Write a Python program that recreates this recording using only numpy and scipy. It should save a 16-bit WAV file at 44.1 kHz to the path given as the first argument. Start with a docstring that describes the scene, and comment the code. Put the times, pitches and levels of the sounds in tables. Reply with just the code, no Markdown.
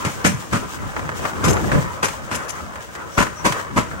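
"""A pedal rail bike rolls along an old track in a wooded cutting, heard from the seat for four seconds.
Rust and grit keep the frame rumbling, roaring and hissing throughout, while loose fittings jiggle and knock.
Three joints come early: each wheel drop is a burst of chattering contacts that rings the frame, steel and body.
Rougher rail follows with four more joints, and flanges graze the rail and ring the wheel's modes.
It calms; then come two thin gliding squeaks and three more joints. The banks return a short noise-tail echo."""
import sys
import numpy as np
from scipy import signal
from scipy.fft import rfft, irfft
from scipy.io import wavfile
from scipy.ndimage import uniform_filter1d

SR = 44100
rng = np.random.default_rng(int(sys.argv[2]) if len(sys.argv) > 2 else 0)


def transcribe(u):
    """Save the signal u as a 16-bit wav file named by the first command-line argument.

    u: samples, shape (n,) or (channels, n), limited to [-1, 1]; the rate is SR.
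    q: integer samples, one column per channel.
    """
    v = np.clip(np.atleast_2d(u).T, -1, 1)
    q = np.round(v * 32767).astype(np.int16)
    wavfile.write(sys.argv[1], SR, q)


N = 176400

# frame resonances: (frequency [Hz], width [Hz], boost [dB])
FRAME = [(320, 15, 5.5), (1007.5, 47, 5.5)]
# colour of clashing, scraping steel: (frequency [Hz], relative level [dB])
STEEL = [(900, -6.5), (2400, 7), (4000, -1.5), (9000, -0.5), (10300, -15), (12400, -5.5), (14000, -29),
         (15600, -16)]
# colour of loose parts knocking: (frequency [Hz], relative level [dB])
KNOCK = [(250, -11.5), (800, -1.5), (1300, 1.5), (1750, -0.5), (2500, -9.5), (3600, -21.5), (10000, -40)]
# level of the rolling: (time [s], roar level [dB], hiss level [dB])
ROLL_DB = [(0, -29.5, -32), (.3, -35, -38.5), (.8, -34.5, -40), (.98, -32.5, -41), (1.17, -33, -38.5),
           (1.25, -28, -34), (1.36, -34, -37.5), (1.52, -23, -36), (1.63, -29, -36), (1.8, -27.5, -36.5),
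           (2, -35.5, -40.5), (2.55, -34.5, -42.5), (3.05, -37, -43), (3.35, -40.5, -44.5),
           (3.55, -29.5, -34.5), (3.72, -36.5, -41), (4, -35, -43)]

GRIT_PER_S, GRIT_SCATTER_DB = 2500, 3.5
CONTACT_SCATTER_DB = 1  # unevenness of the contacts in a blow
CLANK_PER_S, CLANK_DECAY_S = 700, 0.02  # chattering contacts of the frame
STEEL_PER_S, STEEL_T60_S = 1200, 0.036
ROAR_LIKE, BLOW_LIKE = 0.25, 0.43  # likeness of left and right
GRAZE_PAN_DB = 5  # left over right


def undb(db):
    """Decibels to amplitude."""
    return 10 ** (np.asarray(db) / 20)


def unit(x):
    """Scale to an rms of 1."""
    return x / np.sqrt(np.mean(x ** 2) + 1e-20)


def pan(db):
    """Left and right gains that lie db apart."""
    return undb(np.array([[db], [-db]]) / 2)


def add(out, s, x):
    """Mix a sound in at s seconds."""
    i = max(int(s * SR), 0)
    out[:, i:i + x.shape[1]] += x[:, :max(N - i, 0)]


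def colour(x, points, resonances=(), size=4096):
    """Causal minimum-phase filter from (Hz, dB) points and resonant peaks."""
    f = np.arange(size // 2 + 1) * SR / size + 1
    points = np.array(points)
    db = np.interp(np.log(f), np.log(points[:, 0]), points[:, 1])
    for hz, width, boost in resonances:
        db = db + boost / (1 + (2 * (f - hz) / width) ** 2)
    # folding the cepstrum onto positive times makes the filter causal
    cepstrum = irfft(np.log(undb(db)))
    cepstrum[1:size // 2] *= 2
    cepstrum[size // 2 + 1:] = 0
    impulse = irfft(np.exp(rfft(cepstrum)))
    return signal.fftconvolve(x, impulse[None], axes=1)[:, :x.shape[1]]


def blend(pair, like):
    """Two unrelated signals made into left and right of a given likeness."""
    like = np.clip(like, -.95, .95)
    shared = np.sqrt(1 + like) * pair[0]
    opposed = np.sqrt(1 - like) * pair[1] * np.array([[1], [-1]])
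    return (shared + opposed) / np.sqrt(2)


def walk(rate):
    """Smooth random drift with an rms of 1, heading for a new value rate times a second."""
    k = max(int(SR / rate), 2)
    steps = np.repeat(rng.standard_normal(N // k + 1), k)
    return unit(uniform_filter1d(steps, k)[:N])


def contacts(shape, rate, scatter_db):
    """Tiny impacts at random moments, uneven in size and of either sign."""
    struck = rng.random(shape) < rate / SR
    sign = np.sign(rng.standard_normal(shape))
    return struck * sign * undb(scatter_db * rng.standard_normal(shape))


def tail(t60, size=16384):
    """Dense noise ringing that dies away: two channels, unit energy on average."""
    decay = np.exp(-np.log(1000) * np.arange(size) / SR / t60)
    return unit(rng.standard_normal((2, size)) * decay) / np.sqrt(size)


def even(x, size=45):
    """Flatten the broad colour of a burst and keep its fine grain."""
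    spectrum = rfft(x)
    power = uniform_filter1d(np.abs(spectrum) ** 2, size, axis=1)
    return irfft(spectrum / np.sqrt(power + 1e-9), x.shape[1])


def mode(push, hz, t60):
    """One decaying resonance, as a complex signal."""
    pole = np.exp((2j * np.pi * hz - np.log(1000) / t60) / SR)
    return signal.lfilter([1], [1, -pole], push)


def swell(rise, hold, decay, size=14000):
    """Force of a blow: a curved rise, a hold, an exponential decay."""
    t = np.arange(size) / SR
    attack = np.minimum(t / max(rise, 1 / SR), 1) ** 1.13
    return attack * np.exp(-np.maximum(t - rise - hold, 0) / decay)


def blow(rise, hold, rate, decay, t60, points, like, extra=(), size=14000):
    """A burst of chattering contacts rings one part of the bike; rms 1 over its loud stretch."""
    env = swell(rise, hold, decay)
    hits = contacts(size, rate, CONTACT_SCATTER_DB) * env
    hits[int(abs(rise) * SR)] += 2.08  # a sure contact at the end of the rise
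    ring = tail(t60, size=4096)
    ring[0, 0] += 0.39  # crack at the start of each contact
    burst = even(signal.fftconvolve(hits[None], ring, axes=1))[:, :size]
    coloured = colour(blend(burst, like), points, [*FRAME, *extra])
    return unit(coloured) * np.sqrt(np.mean(env ** 2))


def bank_echo(blows):
    """The banks scatter the blows back as a short dense tail."""
    return undb(-13) * signal.fftconvolve(blows, tail(t60=0.39), axes=1)


def rolling():
    """Rust and grit under the treads shake the chassis, roar in the frame and hiss at the rims."""
    # colours of the three layers: (frequency [Hz], relative level [dB])
    rumble_colour = [(20, -57), (35, -32), (50, -2), (72, 1.5), (220, -4.5), (330, -10.5), (600, -14),
                     (6000, -94)]
    roar_colour = [(150, -26), (350, -3), (550, 3), (780, -4), (1050, 2), (1300, 2.5), (1900, -6),
                   (2600, -13.5), (4000, -28), (12000, -40)]
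    hiss_colour = [(1500, -6), (3000, 4.5), (4200, -1.5), (6500, 1.5), (8800, 1.5), (10300, -12.5),
                   (12300, -1), (14000, -29), (15600, 2.5)]
    # rumble as the rail gets rougher and smoother: (time [s], level [dB])
    rumble_db = [(0, -31), (.45, -36), (.65, -31), (.9, -34), (1.1, -30), (1.37, -31), (1.49, -17),
                 (1.76, -21.5), (1.83, -29), (2.051, -37), (2.5, -33), (2.7, -37), (3.35, -40),
                 (3.6, -32.5), (4, -33)]
    t = np.arange(N) / SR
    rumble_s, rumble_level = np.array(rumble_db).T
    roll_s, roar_level, hiss_level = np.array(ROLL_DB).T
    layers = [(rumble_colour, -0.23, rumble_s, rumble_level),
              (roar_colour, ROAR_LIKE, roll_s, roar_level),
              (hiss_colour, 0, roll_s, hiss_level)]
    out = 0
    for points, like, times, db in layers:
        grit = unit(contacts((2, N), GRIT_PER_S, GRIT_SCATTER_DB)) + rng.standard_normal((2, N))
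        layer = unit(colour(blend(grit, like), points, FRAME))
        flutter_db = 2.5 * walk(26)
        out = out + layer * undb(np.interp(t, times, db) + flutter_db)
    return out


def jiggle():
    """Loose fittings jiggle at random, harder where the rail is rough."""
    hits = contacts((2, N), rate=150, scatter_db=3.6)
    taps = signal.fftconvolve(hits, tail(t60=.026, size=4096), axes=1)[:, :N]
    x = unit(colour(blend(taps, ROAR_LIKE), KNOCK, FRAME))
    roll_s, roar_level, _ = np.array(ROLL_DB).T
    return x * undb(-4 + np.interp(np.arange(N) / SR, roll_s, roar_level))


def waver(x, count=20):
    """The frame's resonances swell and fade on their own as the contact patches move."""
    step_hz = 140  # spacing of the overlapping bands
    spectrum, f = rfft(x), np.arange(N // 2 + 1) * SR / N
    out = x
    for k in range(1, count):
        band = irfft(spectrum * np.maximum(1 - np.abs(f / step_hz - k), 0), N)
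        gain = undb(2.4 * walk(18))
        out = out + band * (unit(gain) - 1)
    return out


def squeaks():
    """A wheel briefly sings on one arching, unsteady note."""
    # thin wheel squeaks: (time [s], length [s], level [dB])
    squeak_list = [(3.102, 0.11, -44), (3.35, 0.085, -40.5)]
    out = np.zeros((2, N))
    for s, length, db in squeak_list:
        arch = np.sin(np.linspace(0, np.pi, int(length * SR)))
        bend = 0.016 * (arch - .5)
        unsteadiness = 0.0079 * walk(410)[:len(arch)]
        hz = 5780 * (1 + bend + unsteadiness)
        note = np.sin(2 * np.pi * np.cumsum(hz) / SR)
        add(out, s, undb(db) * arch * note * pan(GRAZE_PAN_DB))
    return out


def flanges(size=10000):
    """A flange scrapes the rail head and rings the wheel's modes, wobbling under the load."""
    # flange grazing the rail: (time [s], length [s], level [dB])
    graze_list = [(0.247, 0.037, -26), (1.438, 0.023, -27.5), (1.474, 0.047, -28.5), (1.525, 0.011, -30),
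                  (2.042, 0.021, -28.5), (2.343, 0.021, -30.5), (2.479, 0.036, -33)]
    # steel wheel modes: (frequency [Hz], level [dB])
    wheel_modes = [(5150, -3.5), (5750, -11), (6150, -5), (6340, -2.5), (7000, -4), (7330, 2.5), (9100, 0),
                   (11150, -1), (13070, -13), (14650, -6)]
    out, t = np.zeros((2, N)), np.arange(size) / SR
    for s, length, db in graze_list:
        pressure = np.sin(np.pi * np.minimum(t / length, 1))
        rub = contacts((2, size), GRIT_PER_S, GRIT_SCATTER_DB) * pressure
        ringing = 0
        for hz, mode_db in wheel_modes:
            # each touch rings the modes a little differently
            detune, strength = rng.standard_normal(2)
            ring = mode(rub, hz * (1 + .006 * detune), t60=.055)
            wobble_hz = 45 * walk(300)[:size]
            wobble = np.exp(2j * np.pi * np.cumsum(wobble_hz) / SR)
            ringing = ringing + undb(mode_db + 2 * strength) * unit((ring * wobble).imag)
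        x = unit(ringing) + undb(-3) * unit(colour(rub, STEEL))
        # the square root makes the level hold for the length of the graze
        add(out, s, x * np.sqrt(length * SR / size) * undb(db) * pan(GRAZE_PAN_DB))
    return out


def rattles():
    """Loose parts knock during and between the joints, each a very short blow on body and steel."""
    # loose parts knocking: (time [s], body level [dB], steel level [dB])
    knock_list = [(.532, -18.5, -26), (0.965, -17.5, -40), (.993, -22, -39), (1.091, -18, -40),
                  (1.253, -15.5, -30), (1.482, -21, -20), (1.568, -17.5, -47), (1.695, -26, -51),
                  (1.717, -13, -39), (1.75, -18, -39), (2.084, -24, -24.5), (2.757, -26.5, -38),
                  (2.952, -31, -33), (3.226, -15.5, -21.5), (3.268, -20.5, -42), (3.523, -20, -20.5),
                  (3.597, -31, -35), (3.913, -26.5, -54)]
    hold_s, decay_s = .003, .003
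    out = np.zeros((2, N))
    for s, body_db, steel_db in knock_list:
        knock = blow(0, hold_s, CLANK_PER_S, decay_s, t60=.024, points=KNOCK, like=BLOW_LIKE)
        add(out, s, undb(body_db) * knock)
        clink = blow(0, hold_s, STEEL_PER_S, decay_s, STEEL_T60_S, STEEL, like=0)
        add(out, s, undb(steel_db) * clink)
    return out


def bounces(size=8000):
    """The chassis lands and swings for a few slowing cycles: a low, falling thump."""
    # chassis bouncing on its wheels: (time [s], level [dB], starting pitch [Hz], swell [s])
    bounce_list = [(0.062, -20, 182, 0.0068), (0.312, -21, 215, 0.0072), (0.336, -17.5, 171, 0.0085),
                   (.524, -15, 161, 0.003), (1.757, -13, 188, 0.0051), (1.778, -10, 190, 0.0073),
                   (3.207, -8.5, 215, .003), (3.5, -22.5, 160, 0.0085), (3.785, -7, 181, 0.0022)]
    sag_s = .06  # time in which the pitch halves
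    out, t = np.zeros((2, N)), np.arange(size) / SR
    for s, db, hz, swell_s in bounce_list:
        phase = 2 * np.pi * np.cumsum(hz / (1 + t / sag_s)) / SR
        swing = np.sin(phase + 1.01 * np.array([[0], [1]]))  # radians between left and right
        env = t / swell_s * np.exp(1 - t / swell_s)
        add(out, s, undb(db) * swing * env)
    return out


def body(rise, hold):
    """The chattering wheel sets the bike's body ringing on a few hollow notes."""
    # body modes rung by a joint: (frequency [Hz], level [dB], t60 [s])
    body_modes = [(241, 0, 0.055), (317, -3, 0.062), (575, -4, 0.082), (983, -2.5, 0.089),
                  (1263, -15, 0.14)]
    env = swell(rise, hold, CLANK_DECAY_S)
    chatter = contacts((2, len(env)), CLANK_PER_S, CONTACT_SCATTER_DB)
    push = blend(chatter, BLOW_LIKE) * env
    ringing = sum(undb(db) * unit(mode(push, hz, t60).imag) for hz, db, t60 in body_modes)
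    return unit(ringing) * np.sqrt(np.mean(env ** 2))


def joints():
    """A wheel drops into the gap: the chassis thuds, the frame clanks, the steel clashes, the body rings."""
    # wheel over a joint or a rough weld: (time [s], rise [s], hold [s], thud level [dB],
    # frame level [dB], steel level [dB], body ring level [dB], strongest frame ring [Hz])
    joint_list = [(0.045, 0.0044, 0.0054, -21, -21.5, -25, -41, 2100),
                  (0.24, 0.0079, 0.015, -13.5, -14, -19, -23.5, 2140),
                  (0.519, 0.0097, 0.032, -19.5, -21.5, -28, -29.5, 1230),
                  (1.431, 0.0086, 0.031, -20.5, -20, -27.5, -31, 1370),
                  (1.714, .004, 0.016, -21, -24, -32.5, -25, 1500),
                  (2.025, 0.0049, 0.014, -28.5, -16, -22, -32, 1150),
                  (2.305, 0.0088, 0.036, -33.5, -25.5, -29.5, -33.5, 1460),
                  (3.169, 0.012, 0.026, -21, -14, -21.5, -17, 1420),
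                  (3.44, 0.013, 0.014, -24.5, -14, -19.5, -17, 1110),
                  (3.756, 0.02, 0.0039, -21.5, -13.5, -23, -16.5, 1120)]
    # colours of the chassis and frame parts of a blow: (frequency [Hz], relative level [dB])
    thud_colour = [(25, -40), (55, -25.5), (100, 3.5), (180, -2), (250, -0.5), (370, -13.5), (1500, -53.5)]
    clank_colour = [(120, -26.5), (280, -4.5), (480, 2), (750, -1), (1050, 1.5), (1500, 1), (2300, -4.5),
                    (3300, -17.5), (5000, -53)]
    out = np.zeros((2, N))
    for s, rise, hold, thud_db, frame_db, steel_db, body_db, ring_hz in joint_list:
        thud = blow(rise, hold, rate=550, decay=0.022, t60=0.039, points=thud_colour, like=BLOW_LIKE)
        frame_ring = (ring_hz, 430, 5.1)  # Hz, width Hz, boost dB
        clank = blow(rise, hold, CLANK_PER_S, CLANK_DECAY_S, t60=0.029,
                     points=clank_colour, like=BLOW_LIKE, extra=[frame_ring])
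        clash = blow(rise, hold, STEEL_PER_S, decay=0.025, t60=STEEL_T60_S, points=STEEL, like=0)
        x = undb(thud_db) * thud + undb(frame_db) * clank + undb(steel_db) * clash
        add(out, s, x + undb(body_db) * body(rise, hold))
    return out


def scene():
    """The bike and the echo of its blows from the banks of the cutting."""
    blows = joints() + bounces() + rattles() + flanges()
    out = blows + waver(rolling() + jiggle()) + squeaks()
    add(out, .025, bank_echo(blows))
    return out


def record(dry):
    """Two spaced microphones, the left a little later and mostly brighter; the top is cut."""
    # left minus right at the microphones: (frequency [Hz], level difference [dB])
    ports = [(1500, 1.5), (4300, 1), (5300, 7.5), (6800, 11.5), (8500, -1), (9500, 1), (11000, 4)]
    left_lag_s, top_hz = .00024, 15800
    left = colour(dry[:1], [(hz, db / 2) for hz, db in ports])[0]
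    right = colour(dry[1:2], [(hz, -db / 2) for hz, db in ports])[0]
    left = np.interp(np.arange(N) - left_lag_s * SR, np.arange(N), left)
    top_cut = signal.ellip(14, .2, 80, top_hz, fs=SR, output="sos")
    return signal.sosfilt(top_cut, np.clip([left, right], -1, 1))


dry = scene()
out = record(dry)
transcribe(out)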